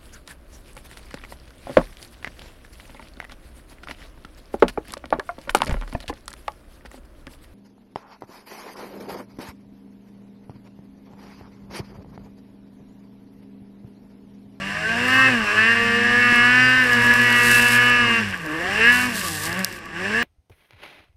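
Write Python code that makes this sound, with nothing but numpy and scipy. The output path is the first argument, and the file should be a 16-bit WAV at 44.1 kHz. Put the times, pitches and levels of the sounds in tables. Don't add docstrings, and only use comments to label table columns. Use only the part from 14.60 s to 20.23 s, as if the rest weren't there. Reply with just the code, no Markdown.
import sys
import numpy as np
from scipy import signal
from scipy.fft import rfft, irfft, next_fast_len
from scipy.io import wavfile
from scipy.ndimage import uniform_filter1d, map_coordinates

SR = 44100
rng = np.random.default_rng(int(sys.argv[2]) if len(sys.argv) > 2 else 0)


def waveform_to_disk(signal):
    frames = np.transpose(np.atleast_2d(signal))
    scaled = np.clip(frames, -1, 1) * 32767
    samples = np.round(scaled).astype(np.int16)
    wavfile.write(sys.argv[1], SR, samples)


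def undo_db(level):
    steps = np.asarray(level, float) / 20
    return 10 ** steps


N = 248283

# t/s,
# firing rate f/Hz, effort as roar level/dB
REVS = [
    (0, 190, -36),
    (.2, 209.7, -32.5),
    (.4, 240.5, -27),
    (.5, 257.3, -26),
    (.6, 264.2, -25),
    (.69, 261, -23),
    (.8, 221.5, -29.5),
    (.87, 204.2, -28),
        (.95, 211.1, -26.5),
    (1.101, 231.5, -27),
    (1.351, 234.4, -27.5),
    (1.62, 244.4, -26.5),
    (1.8, 239.8, -25.5),
    (2, 253.1, -24),
    (2.2, 256.8, -26),
    (2.3, 243.2, -26),
    (2.4, 240.2, -24.5),
        (2.6, 244.1, -24),
    (2.8, 241.3, -24.5),
    (3.1, 242.6, -25),
    (3.3, 244.1, -25),
    (3.41, 241.5, -26),
    (3.5, 234.3, -26),
    (3.615, 226.2, -27.5),
    (3.69, 190.4, -32.5),
    (3.8, 160.4, -37.5),
        (3.9, 151, -36.5),
    (4, 167.2, -31.5),
    (4.2, 219.8, -26),
    (4.3, 244.3, -25),
    (4.47, 250.3, -29.5),
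    (4.55, 222.8, -32.5),
    (4.7, 160.4, -35.5),
    (4.8, 148.7, -38),
        (4.9, 167.6, -32.5),
    (5, 190.9, -32),
    (5.045, 189, -37),
    (5.07, 187.7, -38.5),
    (5.2, 169.4, -43.5),
    (5.32, 158.7, -42),
    (5.4, 179.6, -33.5),
    (5.5, 208.5, -31),
    (5.63, 243.7, -27),
]
# start t/s, end t/s, firing lines over the roar level/dB
PIPE_SONG = [(0.479, 0.678, 9), (0.832, .93, 4.5), (0.968, 1.142, 10), (1.149, 1.62, 6.5),
             (1.618, 2.237, 10), (2.242, 2.65, 4.5), (2.65, 3.05, 5.5), (3.05, 3.608, 8),
             (4.206, 4.308, 11), (4.309, 4.37, 8), (4.37, 4.48, 5), (5.541, 5.7, 1.5)]
# start t/s, end t/s, firing lines over the roar level/dB
SHUT = [
    (3.6, 3.839, -9.5),
    (4.499, 4.622, -7),
    (5.051, 5.327, -7),
]
# f/Hz, level/dB
LINES_AT = [(300, -2), (900, -8.5), (1200, -10), (1420, -15.5), (1700, 0.5), (2000, -10.5), (2350, -12.5),
            (2750, -2), (3000, -11.5), (3300, -29), (5000, -26.5), (6500, -30)]
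# t/s, shaft order, change level/dB, half length t/s
SWELLS = [(0.094, 4, -11, .14), (0.035, 3, 12, 0.069), (0.1, 7, 14, 0.17), (0.29, 14, 16, 0.061),
          (0.74, 18, -9, 0.26), (0.64, 20, 8.5, 0.13), (0.847, 26, 8.5, .06), (1.1, 12, -4, 0.098),
          (1.3, 14, -12, 0.13), (1.37, 15, 13.5, .38), (1.293, 4, 4, 0.35), (1.78, 18, 4.5, 0.28),
          (2.03, 12, 4.5, 0.26), (2.08, 38, 11, .06), (3.735, 4, 10, .04), (2.81, 14, 0.5, 0.16),
          (3.3, 8, 2, 1.7), (2.8, 16, 5.5, 0.2), (2.043, 4, -5.5, 0.18), (2.8, 6, -5.5, 0.75),
          (2.954, 22, 7.5, 0.15), (3.4, 16, -9, .26), (3.36, 24, 5.5, 0.34), (4.23, 10, -7, 0.18),
          (3.933, 4, 11.5, 0.072), (4.223, 4, 7.5, 0.057), (4.405, 9, 10.5, 0.11), (4.4, 4, -12, 0.063),
          (4.7, 4, 7, .08), (5.565, 15, 20.5, 0.071)]
# t/s, change level/dB, half length t/s
SEAT = [
    (.03, 4.5, 0.082),
    (.22, -14, 0.071),
    (.78, 7.5, .07),
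    (.92, -8, 0.076),
    (2.95, -3.5, 0.43),
    (3.74, -7, .08),
    (4.05, -7, 0.17),
    (4.5, 6.5, .07),
    (5.01, 9.5, .04),
]
# f/Hz, level/dB per Hz
ROAR = [(120, -36), (400, -34), (800, -28.5), (1000, -13), (1150, -19), (1380, -16.5), (1560, -1.5),
        (1720, 0.5), (1950, -7), (2400, -11), (2780, -5.5), (3050, -15.5), (3600, -25.5), (7000, -85)]
# t/s, level/dB, length t/s
BURNS = [
    (3.726, -31, 0.026),
    (3.794, -54, 0.018),
]
# f/Hz, level/dB per Hz
BODY = [(60, -27), (160, -19), (400, -3.5), (850, -8.5), (1050, -10.5), (1150, 5), (1280, -11.5),
        (1500, -36), (3000, -74.5)]
# f/Hz, level/dB per Hz
PANEL = [(700, -50), (1060, -12), (1150, 0), (1240, -12), (1800, -55)]
# f/Hz, level/dB per Hz
INTAKE = [(4000, -30), (6800, -13), (7400, 0.5), (8500, -7), (10000, -23), (15000, -58)]
# f/Hz, level/dB per Hz
HISS = [(2500, -24), (3300, -2.5), (3800, -2.5), (4400, -1), (5000, -0.5), (5400, 2), (5900, -4),
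        (6700, -12), (7300, -5.5), (8500, -9.5), (9600, -13), (10500, -18.5), (12500, -28), (15500, -36)]
# t/s, lug rate f/Hz, lug tone level/dB
TRACK = [(0, 146, -44.5), (.4, 181, -38), (.66, 242, -44), (.88, 205, -50), (1.35, 209, -32),
         (1.7, 223, -32), (2.15, 255, -52), (2.38, 231, -33), (2.6, 235.5, -33), (3.1, 234, -33),
         (3.3, 240, -42), (3.62, 213, -33), (4, 129, -48), (4.45, 203, -39), (4.68, 175, -41),
         (5, 240, -58), (5.3, 195, -49), (5.63, 220, -52)]
# t/s, sprocket change level/dB, half length t/s
UNLOADED = [
    (.88, -25, 0.06),
    (1.76, -20, 0.038),
    (3.68, 8, .06),
    (4.76, 10, 0.097),
    (5.63, -26, 0.11),
]
# t/s, level/dB, pitch f/Hz
THUDS = [
    (1.724, -14, 259.7),
    (2.175, -25, 90.2),
    (2.879, -26, 69.9),
    (3.02, -26, 70.1),
]
# f/Hz, level/dB per Hz
WIND = [(15, -11), (30, 4), (100, -1), (250, 0.5), (600, -14), (3000, -96)]
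# start t/s, end t/s, level/dB
SPRAY = [(.5, 0.614, -56), (1.733, 1.764, -49), (2.24, 2.354, -53), (2.44, 2.799, -48.5), (2.86, 3.16, -35),
         (3.221, 3.298, -51), (3.66, 4.199, -62), (4.346, 4.444, -40.5), (4.468, 4.546, -48.5),
         (4.574, 4.86, -39), (4.9, 5.169, -53)]
# f/Hz, level/dB per Hz
CRUMB = [(1500, -25), (3000, -3), (5000, -1), (6600, -5), (8000, -1), (12000, -5), (15300, -11.5),
         (16500, -28)]
# t/s, peak level/dB
TICKS = [(1.7254, -25), (2.2787, -24), (2.332, -16), (2.4621, -21), (2.5378, -13), (2.9792, -28),
         (2.9944, -25), (3.1999, -26), (3.2395, -27), (3.3297, -23), (3.7085, -27), (3.7747, -30),
         (3.861, -25), (4.0614, -32), (4.3471, -19), (4.4531, -22), (4.6833, -14), (4.839, -20),
         (4.927, -17), (4.9908, -16), (5.045, -2.5), (5.1253, -25), (5.1394, -32), (5.161, -35),
         (5.1879, -31), (5.256, -32)]
# f/Hz, level/dB per Hz
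TICK = [(1000, -35), (3000, -14), (5100, 4.5), (6500, -6), (7500, -3), (10000, -9), (13500, -6),
        (15300, -10)]

FLYWHEEL_S = 0.053
PIPE_EDGE_S, OFF_PIPE_DB = .018, -2
LOW_DB, LOW_GROWS, THROB_DB = -30.5, 1.06, -4.5
UPPER_DB, UPPER_BITE = -4, .8
DULL_BELOW_HZ, DULL_DB_PER_HZ = 195, 1.1
SHUT_LOW, SHUT_THROB = 0.65, 0.75
LOW_YIELDS, ROAR_YIELDS = 0.61, .22
SPROCKET_DB, SPROCKET_DB_PER_HZ, LEAST_DB = -5, 0.11, -14.5
RISE_DB_PER_S, FALL_DB_PER_S, GUSTS_DB = 200, 600, 1.1
MIST_DB, MIST_GROWS = -57, 1.04


def unit(x):
    return x / np.sqrt(np.mean(x ** 2) + 1e-20)


def noise():
    return rng.standard_normal(N)


def along(points, hz):
    f, v = np.transpose(points)
    return np.interp(np.log(hz + 1), np.log(f + 1), v)


def curves(rows):
    s, *cols = np.transpose(rows)
    return [np.interp(np.arange(N) / SR, s, c) for c in cols]


def wobble(rate):
    coarse = np.arange(0, N + 32, 32)
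    knots = rng.standard_normal(int(N * rate / SR) + 4)
    smooth = map_coordinates(knots, [coarse * rate / SR], order=2)
    return np.interp(np.arange(N), coarse, smooth)


def bumps(rows):
    return sum(db * np.exp(-((np.arange(N) / SR - s) / half) ** 4) for s, db, half in rows)


def coloured(x, spectrum):
    m = next_fast_len(N + 8192)
    cep = irfft(np.log(undo_db(along(spectrum, np.fft.rfftfreq(m, 1 / SR)))), m)
    cep[1:m // 2] *= 2
    cep[m // 2 + 1:] = 0
    return irfft(rfft(x, m) * np.exp(rfft(cep)), m)[:N]


def throttle():
    hz, effort_db = curves(REVS)
    return uniform_filter1d(hz, size=round(FLYWHEEL_S * SR), mode="nearest"), effort_db


def pipe():
    t = np.arange(N) / SR

    def step(s):
        return np.clip((t - s) / PIPE_EDGE_S + .5, 0, 1)

    spells = PIPE_SONG + SHUT
    return OFF_PIPE_DB + sum((db - OFF_PIPE_DB) * (step(a) - step(b)) for a, b, db in spells)


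def swell(order):
    return bumps([(s, db, half) for s, which, db, half in SWELLS if round(which) == order])


def firing_tone(turns, roar_db, shut_db):
    throb_db = roar_db + THROB_DB + SHUT_THROB * shut_db + bumps(SEAT) + 3.5 + 0.54 * wobble(12)
    shaft_db = roar_db - 17.5 + 3.6 * wobble(19)
    return undo_db(throb_db) * np.sin(4 * np.pi * turns) + undo_db(shaft_db) * np.sin(2 * np.pi * turns)


def firing_lines(hz, turns, roar_db, bite_db, shut_db, upper_db, overrun_db):
    low_db = LOW_DB + LOW_GROWS * (roar_db + 27) - LOW_YIELDS * np.maximum(bite_db - 6, 0)
    low_db = low_db + SHUT_LOW * shut_db
    howl_db = roar_db + bite_db
    slack = np.clip(.03 - .003 * bite_db, .006, .07)
    lines = np.zeros(N)
    for order in range(3, 46):
        f = order * hz / 2
        to_howl = np.clip((f - 950) / 200, 0, 1)
        to_upper = np.clip((f - 2200) / 200, 0, 1)
        level = low_db + to_howl * (howl_db - low_db) + to_upper * (upper_db - howl_db)
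        if order % 2:
            level = 0.58 * level + 0.56 * roar_db - 9.0
        level = level - overrun_db * (0.15 + 1.9 * to_howl)
        fade = 1.76 * wobble(3.95) + np.minimum((1.43 + 70 * slack) * wobble(18), 3.5) + swell(order)
        scatter = (order + 40 * slack / .07) * slack * wobble(50) * .7
        phase = 2 * np.pi * (order * turns + rng.random()) + scatter
        lines += undo_db(level + along(LINES_AT, f) + fade + 2) * np.sin(phase)
    return lines


def exhaust_roar(puff, roar_db, bite_db):
    t = np.arange(N) / SR
    uneven = undo_db(.7 * wobble(40) + 1.5 * wobble(150))
    gain = undo_db(roar_db + 3 - ROAR_YIELDS * np.maximum(bite_db, 0))
    for s, db, length in BURNS:
        gain = gain + undo_db(db) * (t > s) * np.exp(-((t - s) / length) ** 4)
    return gain * unit(coloured(puff * uneven * noise(), ROAR))


def hood_and_intake(puff, roar_db, overrun_db, climb):
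    boom_db = -22.5 + 0.63 * roar_db + 0.76 * wobble(20)
    panel_db = -29.0 + 0.46 * roar_db + 0.44 * overrun_db + 5.5 * wobble(12)
    intake_db = -30.0 + 1.03 * roar_db + 0.022 * np.clip(climb, -200, 300)
    boom = undo_db(boom_db) * unit(coloured(puff * noise(), BODY))
    panel = undo_db(panel_db) * unit(coloured(noise(), PANEL))
    return boom + panel + undo_db(intake_db) * unit(coloured(noise(), INTAKE))


def mechanical_hiss(turns, roar_db, upper_db):
    pulse = 1 + 0.049 * np.cos(4 * np.pi * turns)
    level = -18.5 + 0.61 * roar_db + 0.11 * upper_db + 0.16 * wobble(17)
    return undo_db(level) * unit(coloured(pulse * noise(), HISS))


def engine():
    (hz, roar_db), bite_db = throttle(), pipe()
    turns = np.cumsum(hz / 2) / SR
    shut_db = np.minimum(bite_db - OFF_PIPE_DB, 0)
    dull_db = DULL_DB_PER_HZ * np.maximum(DULL_BELOW_HZ - hz, 0)
    upper_db = roar_db + UPPER_DB + UPPER_BITE * bite_db - dull_db
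    climb = uniform_filter1d(np.gradient(hz) * SR, 2500)
    overrun_db = np.clip(-.045 * climb - 3, 0, 14) * np.clip((222 - hz) / 25, 0, 1)
    puff = 1 + 0.4 * np.cos(4 * np.pi * turns) + 0.14 * np.cos(2 * np.pi * turns)
    sound = firing_tone(turns, roar_db, shut_db)
    sound += firing_lines(hz, turns, roar_db, bite_db, shut_db, upper_db, overrun_db)
    sound += exhaust_roar(puff, roar_db, bite_db)
    sound += hood_and_intake(puff, roar_db, overrun_db, climb)
    return sound + mechanical_hiss(turns, roar_db, upper_db)


def track():
    hz, lug_db = curves(TRACK)
    drive_db = SPROCKET_DB + SPROCKET_DB_PER_HZ * (np.minimum(hz, 238) - 235)
    sprocket_db = throttle()[1] + np.maximum(drive_db, LEAST_DB) + bumps(UNLOADED)
    turns = np.cumsum(hz / 2) / SR
    hum = undo_db(lug_db + 3 + 1.6 * wobble(12)) * np.sin(4 * np.pi * turns)
    hum += undo_db(sprocket_db - 1.5 + 0.67 * wobble(13)) * np.sin(2 * np.pi * turns + 1)
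    t = np.arange(2000) / SR
    for s, db, thud_hz in THUDS:
        thud = undo_db(db - 60 * t * thud_hz / 4) * np.sin(2 * np.pi * thud_hz * t)
        hum[round(s * SR):][:len(t)] += thud
    return hum


def wind():
    level = -32.5 + 0.36 * throttle()[1] + 3.0 * wobble(10)
    return undo_db(level) * unit(coloured(noise(), WIND))


def powder():
    now = np.arange(N) / SR
    level = undo_db(MIST_DB + MIST_GROWS * (throttle()[1] + 28))
    for start, end, db in SPRAY:
        before, after = np.maximum(start - now, 0), np.maximum(now - end, 0)
        level = level + undo_db(db - RISE_DB_PER_S * before - FALL_DB_PER_S * after)
    chance, size = rng.random(N), rng.exponential(1, N)
    lands = chance < 1000 / SR * undo_db(4 * wobble(40))
    grains = lands * undo_db(3 * np.minimum(size, 3.5)) * noise()
    patter = unit(coloured(unit(grains) + 0.87 * noise(), CRUMB))
    return level * undo_db(7 + GUSTS_DB * wobble(14)) * patter


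def ice_crumbs():
    hits, t = np.zeros(N + 400), np.arange(300) / SR
    for s, db in TICKS:
        rattle = undo_db(-10 - 60 * t / .009) * rng.standard_normal(len(t))
        knock = -2.6 * (t == 0)
        hits[round((s + .0015) * SR):][:len(t)] += undo_db(db) * (rattle + knock)
    return undo_db(5.0) * coloured(hits[:N], TICK)


def scene():
    return (engine() + track() + wind() + powder() + ice_crumbs())[None]


def top_cut(x):
    return signal.sosfilt(signal.butter(12, 16480, fs=SR, output="sos"), x)


def record(dry):
    m = next_fast_len(N + 4096)
    keep = np.clip((15200 - np.fft.rfftfreq(m, 1 / SR)) / 300, 0, 1)
    mix = irfft(rfft(dry, m) * keep, m)[:, :N]
    return top_cut(mix)


dry = scene()
out = record(dry)
waveform_to_disk(out)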